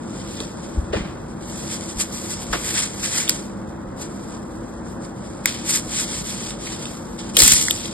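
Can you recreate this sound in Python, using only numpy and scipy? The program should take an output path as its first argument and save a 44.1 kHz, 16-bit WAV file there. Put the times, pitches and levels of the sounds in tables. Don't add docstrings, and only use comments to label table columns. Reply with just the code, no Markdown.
import sys
import numpy as np
from scipy import signal
from scipy.fft import rfft, irfft
from scipy.io import wavfile
from scipy.ndimage import uniform_filter1d, minimum_filter1d

SR = 44100
rng = np.random.default_rng(int(sys.argv[2]) if len(sys.argv) > 2 else 0)


def inscribe(sig):
    pcm = np.round(np.clip(np.atleast_2d(sig).T, -1, 1) * 32767)
    wavfile.write(sys.argv[1], SR, pcm.astype(np.int16))


def undo_db(level):
    steps = np.asarray(level, float) / 20
    return 10 ** steps


N = 349699

# (frequency [Hz], density [dB per Hz])
AIR_SPECTRUM = [(13, -37), (22, -27.5), (53, -6.5), (165, -3), (194, -1.5), (283, -7.5), (326, 0),
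                (382, -9.5), (570, -8.5), (656, -13), (921, -13), (1460, -19), (2130, -31), (2600, -36),
                (3380, -58.5), (5720, -120)]
# (multiple of shaft rate [1], level [dB rms])
SHAFT_LINES = [(1.5, -51), (3, -61.5), (5, -54.5), (6, -42.5), (7, -43), (8, -49), (10, -49), (16, -55)]
# (time [s], peak [dB], frequency [Hz])
BUMPS = [(0.766, -11, 63), (0.809, -25.5, 59.2), (0.888, -27, 62), (0.946, -18.5, 84.5), (0.989, -25, 49.8),
         (1.948, -28.5, 49.3), (2.488, -26, 45.5), (3.849, -36, 43.1), (7.414, -20.5, 58.5),
         (7.518, -25.5, 65.7), (7.693, -49, 83.4)]
# (time [s], peak [dB], ring [Hz], rattle re ring [dB])
KNOCKS = [(0.404, -22, 380, -6), (0.93, -10, 480, -7), (0.944, -17, 430, -2.5), (0.963, -14, 222.4, -3),
          (1.002, -22.5, 189, -2.5), (1.048, -22.5, 183, -4.5), (2.5285, -14, 1060, -1.5),
          (2.535, -18, 560, -6), (2.55, -19, 339, -4), (7.371, -18, 450, -11), (7.395, -16, 376, -4),
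          (7.419, -18, 177, 3), (7.45, -18, 227, 1.5), (7.48, -19.5, 151, -11), (7.519, -13.5, 183, -4)]
# (time [s], peak [dB], ring [Hz], crack re ring [dB])
SNAPS = [(0.3701, -31, 2100, 3.5), (0.402, -17, 3740, 2), (1.8082, -30.5, 4770, 9.5),
         (1.9704, -33.5, 5300, 6), (2.2812, -45, 3700, -2), (2.5285, -12, 1600, -2.5),
         (3.2775, -11, 3280, -11), (3.2866, -15, 3260, 1.5), (3.293, -6, 5200, 9), (3.3025, -11, 9200, -3),
         (3.9943, -42, 3590, 3), (5.4564, -2.5, 2250, 4.5), (5.895, -26.5, 5330, 2),
         (6.505, -21, 3300, 2.5), (6.6705, -20, 2400, -3), (6.854, -17, 3270, -1.5), (7.682, -7, 2050, 3),
         (7.7075, -3, 3500, .5), (7.8544, -15, 3500, -12)]
# (time [s], peak [dB], ring [Hz])
CRUNCHES = [
    (7.3669, -2.5, 3500),
    (7.3876, -7, 7600),
    (7.401, -3, 4480),
    (7.4182, -2, 7600),
    (7.433, -6.5, 7800),
    (7.476, -1.5, 8200),
    (7.5188, -3.5, 7900),
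    (7.5325, -9, 7600),
]
# (frequency [Hz], density [dB per Hz])
CELL_SPECTRUM = [(700, -12), (1200, -11), (2000, -7), (3400, -4), (4200, -5.5), (5200, -2), (6200, -1),
                 (7300, 0), (8600, -2), (10000, -3), (11000, -5.5), (11900, -12), (13000, -15),
                 (15500, -18)]
FLOOR_DB = (-61, -66, -65)
# (time [s], crackle [dB rms], extra body from depth of cut [dB])
PRESSURE = [(0, -53, -.5), (.33, -41.5, 5), (.53, -49, -.3), (.9, -54.5, -.3), (1.37, -58, -3),
            (1.5, -39, -4), (2.45, -37, -3), (2.94, -39, -2.5), (3.62, -62, -.3), (3.96, -62, -.3),
            (4.12, -49.5, -4), (4.75, -54, -4), (5.4, -49, -4), (5.87, -42, .3), (6.12, -30, 1.5),
            (6.88, -38, 2.5), (7.05, -49.5, -2.5), (7.93, -52, 4)]
# (peak time [s], level [dB rms], rise [s per 10 dB], fall [s per 10 dB])
PUSHES = [(.2, -44, 0.07, 0.0462), (.406, -37, .008, .06), (5.28, -47, .08, .06), (.64, -45, .06, 0.0529),
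          (.76, -47, 0.1, 0.05), (1.28, -52, 0, 0.3), (1.42, -46.5, -0.02, 0.6),
          (1.6, -35, 0.0275, -0.0239), (1.725, -28, 0.0475, .055), (1.815, -36.5, 0.0032, 0.02),
          (1.895, -35, 0.0145, 0.03), (2.009, -19, 0.0139, .022), (2.135, -34, 0.0176, 0.12),
          (2.31, -29, 0.0251, 0.0815), (2.7, -26, 0.0924, .04), (2.775, -18.5, 0.0395, 0.0492),
          (2.839, -25, 0.0307, 0.0254), (3.045, -25, 0.0389, 0.0668), (3.181, -21, 0.0764, .07),
          (3.7, -55, -0.12, -0.01), (4.025, -34.5, 0.0287, 0.0384), (4.35, -45, .1, 0.0223),
          (4.91, -49, -0.11, .04), (5.05, -47, -0.09, 0.0681), (5.705, -19, .03, .04),
          (5.755, -19.5, 0.0268, .03), (5.91, -30, .02, 0.0843), (5.999, -21.5, 0.0445, .045),
          (7.3, -39, -0.03, -0.01), (7.875, -38, 0.04, .025)]
# (time [s], depth [dB], half width [s])
LULLS = [(1.365, 5, .03), (1.785, 3, .015), (1.945, 5, 0.023), (2.09, 4, .03), (2.37, 3, .03),
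         (3.65, 4, 0.028), (4.82, 9, .025), (4.985, 11, .03), (5.13, 7, .03), (6.065, 5, .02),
         (6.235, 6.5, .025), (6.57, 12, .04), (6.79, 3.5, .03)]
# (time [s], level [dB rms], fall [s per 10 dB], body, drag re crackle [dB])
SHOWERS = [
    (.371, -44, .04, 4, 2.5),
    (.932, -42, .11, 3, 9),
    (2.531, -32, .05, .3, 4),
    (3.301, -27, .085, -9, -13),
    (5.462, -28.5, 0.0962, -1, -6.5),
    (6.66, -40, 0.0868, 2, 0),
    (7.19, -39, 0.0554, 2.5, -6),
    (7.76, -40, .25, 5.5, -14),
]
# (frequency [Hz], left port lead [rad])
PORT_LEAD = [(0, 0), (800, 1), (1400, .4), (1900, 0), (2300, 1.5), (2900, 2.75), (3300, 1.3), (5150, 1.3),
             (5600, 3.1), (6600, 3.2), (7200, 6.2), (8800, 6.4), (9700, 9.3), (10900, 9.5), (11500, 12),
             (13000, 15.5)]
# (frequency [Hz], level re direct [dB])
SCATTER = [(40, -24), (130, -18), (290, -9), (640, -2), (1400, -7), (2100, -11), (2900, -8), (3400, -4),
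           (4500, -5), (5800, -12), (11000, -12), (13000, -5)]

FAN_HZ, AIR_DB = 33.44, -30.5
KNOCK_T60_S, SNAP_T60_S, CRUNCH_T60_S, CRUNCH_CRACK_DB = .075, .0085, .02, 3.5
CELLS_PER_S, CELL_SPREAD_DB, CLUMP_DB = 9000, 2, 1.1334
PUSH_ROUND_DB = 2
BODY_DB, DRAG_DB, BODY_FOLLOWS, DRAG_FOLLOWS, MEAN_DB = -44.5, -48.5, 0.853, 1, -35
DEEP_S, DEEP_HALF_S, DEEP_DRAG_DB = 2.94, .34, 3.5
SHOWER_RISE_S = 0.00425
TEAR_S, TEAR_DB, TEAR_RISE_S, TEAR_HOLD_S, TEAR_SAG_DB, TEAR_FALL_S = 7.39, -11, .016, .145, 2.5, .13
TEAR_BODY_DB, TEAR_DRAG_DB, TEAR_CLUMP_DB = -11.5, -20.5, .8
STEP = 32
TOP_HZ, TOP_GATE_DB = 11950, -12.5
RAGGED = .37
MASK_DB, MASK_FROM_HZ, ATTACK_DB = -9, 2000, 9
SPECK_DB = -8.5
FLUTTER_HZ, FLUTTER_SHARE = 11000, 1.02


def rms_one(x):
    return x / np.sqrt(np.mean(x ** 2) + 1e-20)


def colour(x, points):
    hz = np.fft.rfftfreq(x.shape[-1], 1 / SR) + 1
    points_hz, points_db = np.transpose(points)
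    gain = undo_db(np.interp(np.log(hz), np.log(points_hz), points_db))
    return irfft(rfft(x) * gain, x.shape[-1])


def band(x, low_hz, high_hz):
    return signal.sosfilt(signal.butter(2, [low_hz, high_hz], "band", fs=SR, output="sos"), x)


def low_pass(x, hz):
    return signal.sosfiltfilt(signal.butter(2, hz, fs=SR, output="sos"), x)


def drift(rate_hz):
    r = np.exp(-2 * np.pi * rate_hz / SR)
    slow = signal.lfilter([1], [1, -2 * r, r * r], rng.standard_normal(N + SR))[SR:]
    return rms_one(slow - slow.mean())


def add(out, s, sound):
    at = round(s * SR)
    out[..., at:at + sound.shape[-1]] += sound[..., :N - at]


def fan():
    air = rms_one(colour(rng.standard_normal((2, N)), AIR_SPECTRUM))
    air *= undo_db(AIR_DB - 2.5 + 0.426 * drift(8.8))
    turns = np.cumsum(FAN_HZ * (1 + 0.003705 * drift(1.454))) / SR
    hum = np.zeros((2, N))
    for multiple, db in SHAFT_LINES:
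        level = undo_db(db + 3.5 + 2.25 * drift(2.93))
        hum += level * np.sin(2 * np.pi * (multiple * turns + rng.random((2, 1))))
    return air + hum


def bumps():
    out, t = np.zeros(N), np.arange(4000) / SR
    for s, peak_db, hz in BUMPS:
        turn = t * hz - 1.45
        hump = np.exp(-(turn / 0.757) ** 2)
        add(out, s, -undo_db(peak_db + .5) * np.cos(2 * np.pi * turn) * hump)
    return out


def loud_as(shape, x):
    burst = shape * x
    return burst * np.sqrt(np.sum(shape ** 2) / np.sum(burst ** 2, axis=-1, keepdims=True))


def blows(table, low_hz, high_hz, rise_s, width, bend):
    out, t = np.zeros((2, N)), np.arange(6000) / SR
    for s, peak_db, hz, t60_s, crack_db in table:
        noise = rng.standard_normal((2, len(t)))
        decay = undo_db(-60 * (t / t60_s) ** bend) + 0.1475 * undo_db(-14 * t / t60_s)
        shape = (1 - np.exp(-t / rise_s)) * decay
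        ring = loud_as(shape, band(noise, hz / width, hz * width))
        crack = loud_as(shape, band(noise, low_hz, high_hz))
        add(out, s + 0.00078, undo_db(peak_db - 7.5) * (ring + undo_db(crack_db) * crack))
    return out


def knocks():
    thuds = [(s, db, hz, KNOCK_T60_S, rattle_db) for s, db, hz, rattle_db in KNOCKS]
    return blows(thuds, 100, 1895, rise_s=0.00116, width=1.324, bend=1.129)


def snaps():
    chunks = [(s, db, hz, SNAP_T60_S, crack_db) for s, db, hz, crack_db in SNAPS]
    chunks += [(s, db, hz, CRUNCH_T60_S, CRUNCH_CRACK_DB) for s, db, hz in CRUNCHES]
    return blows(chunks, 2000, 12500, rise_s=.0003, width=1.18, bend=1.6)


def swell(t, s, db, rise_s, fall_s, round_db=-0.39):
    under_db = 10 * np.where(t < s, (s - t) / rise_s, (t - s) / fall_s)
    return undo_db(2 * (db + round_db - np.hypot(under_db, round_db)))


def sawing(t):
    s, steady_db, depth_db = np.transpose(PRESSURE)
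    power = undo_db(2 * np.interp(t, s, steady_db))
    power = power + sum(swell(t, *push, PUSH_ROUND_DB) for push in PUSHES)
    hang_db = sum(db * np.exp(-((t - at) / half_s) ** 2) for at, db, half_s in LULLS)
    saw_db = 10 * np.log10(power) - hang_db
    body_db = BODY_DB + np.interp(t, s, depth_db) + BODY_FOLLOWS * (saw_db - MEAN_DB)
    buried = np.abs(t - DEEP_S) < DEEP_HALF_S
    drag_db = DRAG_DB + DRAG_FOLLOWS * (saw_db - MEAN_DB) + DEEP_DRAG_DB * buried
    return undo_db(2 * np.array([saw_db, body_db, drag_db]))


def tear(t):
    since = t - TEAR_S
    attack_db = 10 * np.minimum(since, 0) / TEAR_RISE_S
    sag_db = TEAR_SAG_DB * np.clip(since / TEAR_HOLD_S, 0, 1)
    release_db = 10 * np.maximum(since - TEAR_HOLD_S, 0) / TEAR_FALL_S
    clump_db = TEAR_CLUMP_DB * drift(60)[::STEP].take(np.arange(len(t)), mode="clip")
    tear_db = TEAR_DB + attack_db - sag_db - release_db + clump_db
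    return undo_db(2 * (tear_db + np.array([[0], [TEAR_BODY_DB], [TEAR_DRAG_DB]])))


def effort():
    t = np.arange(0, N + STEP, STEP) / SR
    power = sawing(t) + tear(t)
    for s, db, fall_s, body_db, drag_db in SHOWERS:
        share = undo_db(2 * np.array([[0], [body_db], [drag_db]]))
        power += swell(t, s, db, SHOWER_RISE_S, fall_s) * share
    return [np.interp(np.arange(N) / SR, t, db) for db in 10 * np.log10(power)]


def blade():
    crackle_db, body_db, drag_db = effort()
    burst = rng.random((2, N)) < CELLS_PER_S / SR
    size_db = CELL_SPREAD_DB * np.minimum(rng.exponential(1, (2, N)), 5)
    clicks = burst * undo_db(size_db) * rng.choice([-1, 1], (2, N))
    clumps = undo_db(CLUMP_DB * (drift(73) + .6 * drift(27)))
    cells = colour(clicks * clumps, CELL_SPECTRUM)
    wobble_db = .7 * drift(12)
    levels = crackle_db + wobble_db, body_db - wobble_db, drag_db
    under_4500, under_2500, under_750 = [low_pass(cells, hz) for hz in (4500, 2500, 750)]
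    parts = cells - under_4500, under_4500 - under_2500, under_2500 - under_750
    out = np.zeros((2, N))
    for part, db, floor_db in zip(parts, levels, FLOOR_DB):
        out += np.hypot(undo_db(db), undo_db(floor_db)) * rms_one(part)
    return out


def ports(x):
    hz = np.fft.rfftfreq(N, 1 / SR)
    direct, scattered = rfft(x)
    side = np.array([[1], [-1]])
    scatter_hz, scatter_db = np.transpose(SCATTER)
    share = undo_db(np.interp(np.log(hz + 1), np.log(scatter_hz), scatter_db))
    lead = np.exp(.5j * side * np.interp(hz, *np.transpose(PORT_LEAD)))
    return irfft((direct + side * share * scattered) * lead / np.sqrt(1 + share ** 2), N)


def scene():
    return ports(fan() + bumps() + knocks() + snaps() + blade()) * undo_db(np.array([[.2], [-.2]]))


def thin(x):
    pair = np.array([x[0] + x[1], x[0] - x[1]]) / 2
    frame = dict(window="cosine", nperseg=2048, noverlap=1024, fs=SR)
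    hz, s, bins = signal.stft(pair, **frame)
    width = 16
    lines = np.abs(bins[:, 1:]) ** 2
    power = lines.reshape(2, -1, width, len(s)).mean(axis=2)
    centre = hz[1:].reshape(-1, width).mean(axis=1)[:, None]
    strongest = -minimum_filter1d(-power.max(axis=0), size=3, axis=0) * (centre > MASK_FROM_HZ)
    treble = power[:, centre[:, 0] > 2 * MASK_FROM_HZ].sum(axis=(0, 1)) * width
    attack = treble > np.roll(treble, shift=1) * undo_db(2 * ATTACK_DB)

    wavering_db = uniform_filter1d(rng.normal(0, 4, power.shape), size=3)
    masked = (power < strongest * undo_db(2 * (MASK_DB + wavering_db))) & ~attack
    chance = uniform_filter1d(rng.random(power.shape) + rng.random(len(s)), size=3)
    flutter = (centre > FLUTTER_HZ) & (chance < FLUTTER_SHARE)
    specks = lines < np.repeat(strongest, width, axis=0) * undo_db(2 * SPECK_DB)
    lost = np.repeat(masked | flutter | (centre > TOP_HZ), width, axis=1) | specks

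    patches = uniform_filter1d(rng.random(power.shape[1:]), size=3, axis=0)
    patches = uniform_filter1d(patches, size=3, axis=1)
    holes = (patches < RAGGED * centre / TOP_HZ) & (centre > TOP_HZ) & ~attack

    def without(gone):
        kept = bins.copy()
        kept[:, 1:] *= ~gone
        mid, side = signal.istft(kept, **frame)[1][:, :N]
        return np.array([mid + side, mid - side])

    thinned, ragged = without(lost), without(np.repeat(holes, width, axis=0))
    power_now = uniform_filter1d(np.mean(band(x, MASK_FROM_HZ, TOP_HZ) ** 2, axis=0), size=200)
    loud = power_now > undo_db(2 * TOP_GATE_DB)
    held = np.minimum(uniform_filter1d(loud * 1., size=500) * 8, 1)
    return thinned + held * (ragged - thinned)


def roll_off(x):
    return signal.sosfilt(signal.butter(12, 15940, fs=SR, output="sos"), x)


def record(dry):
    mix = thin(np.clip(dry, -1, 1))
    return roll_off(mix)


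dry = scene()
out = record(dry)
inscribe(out)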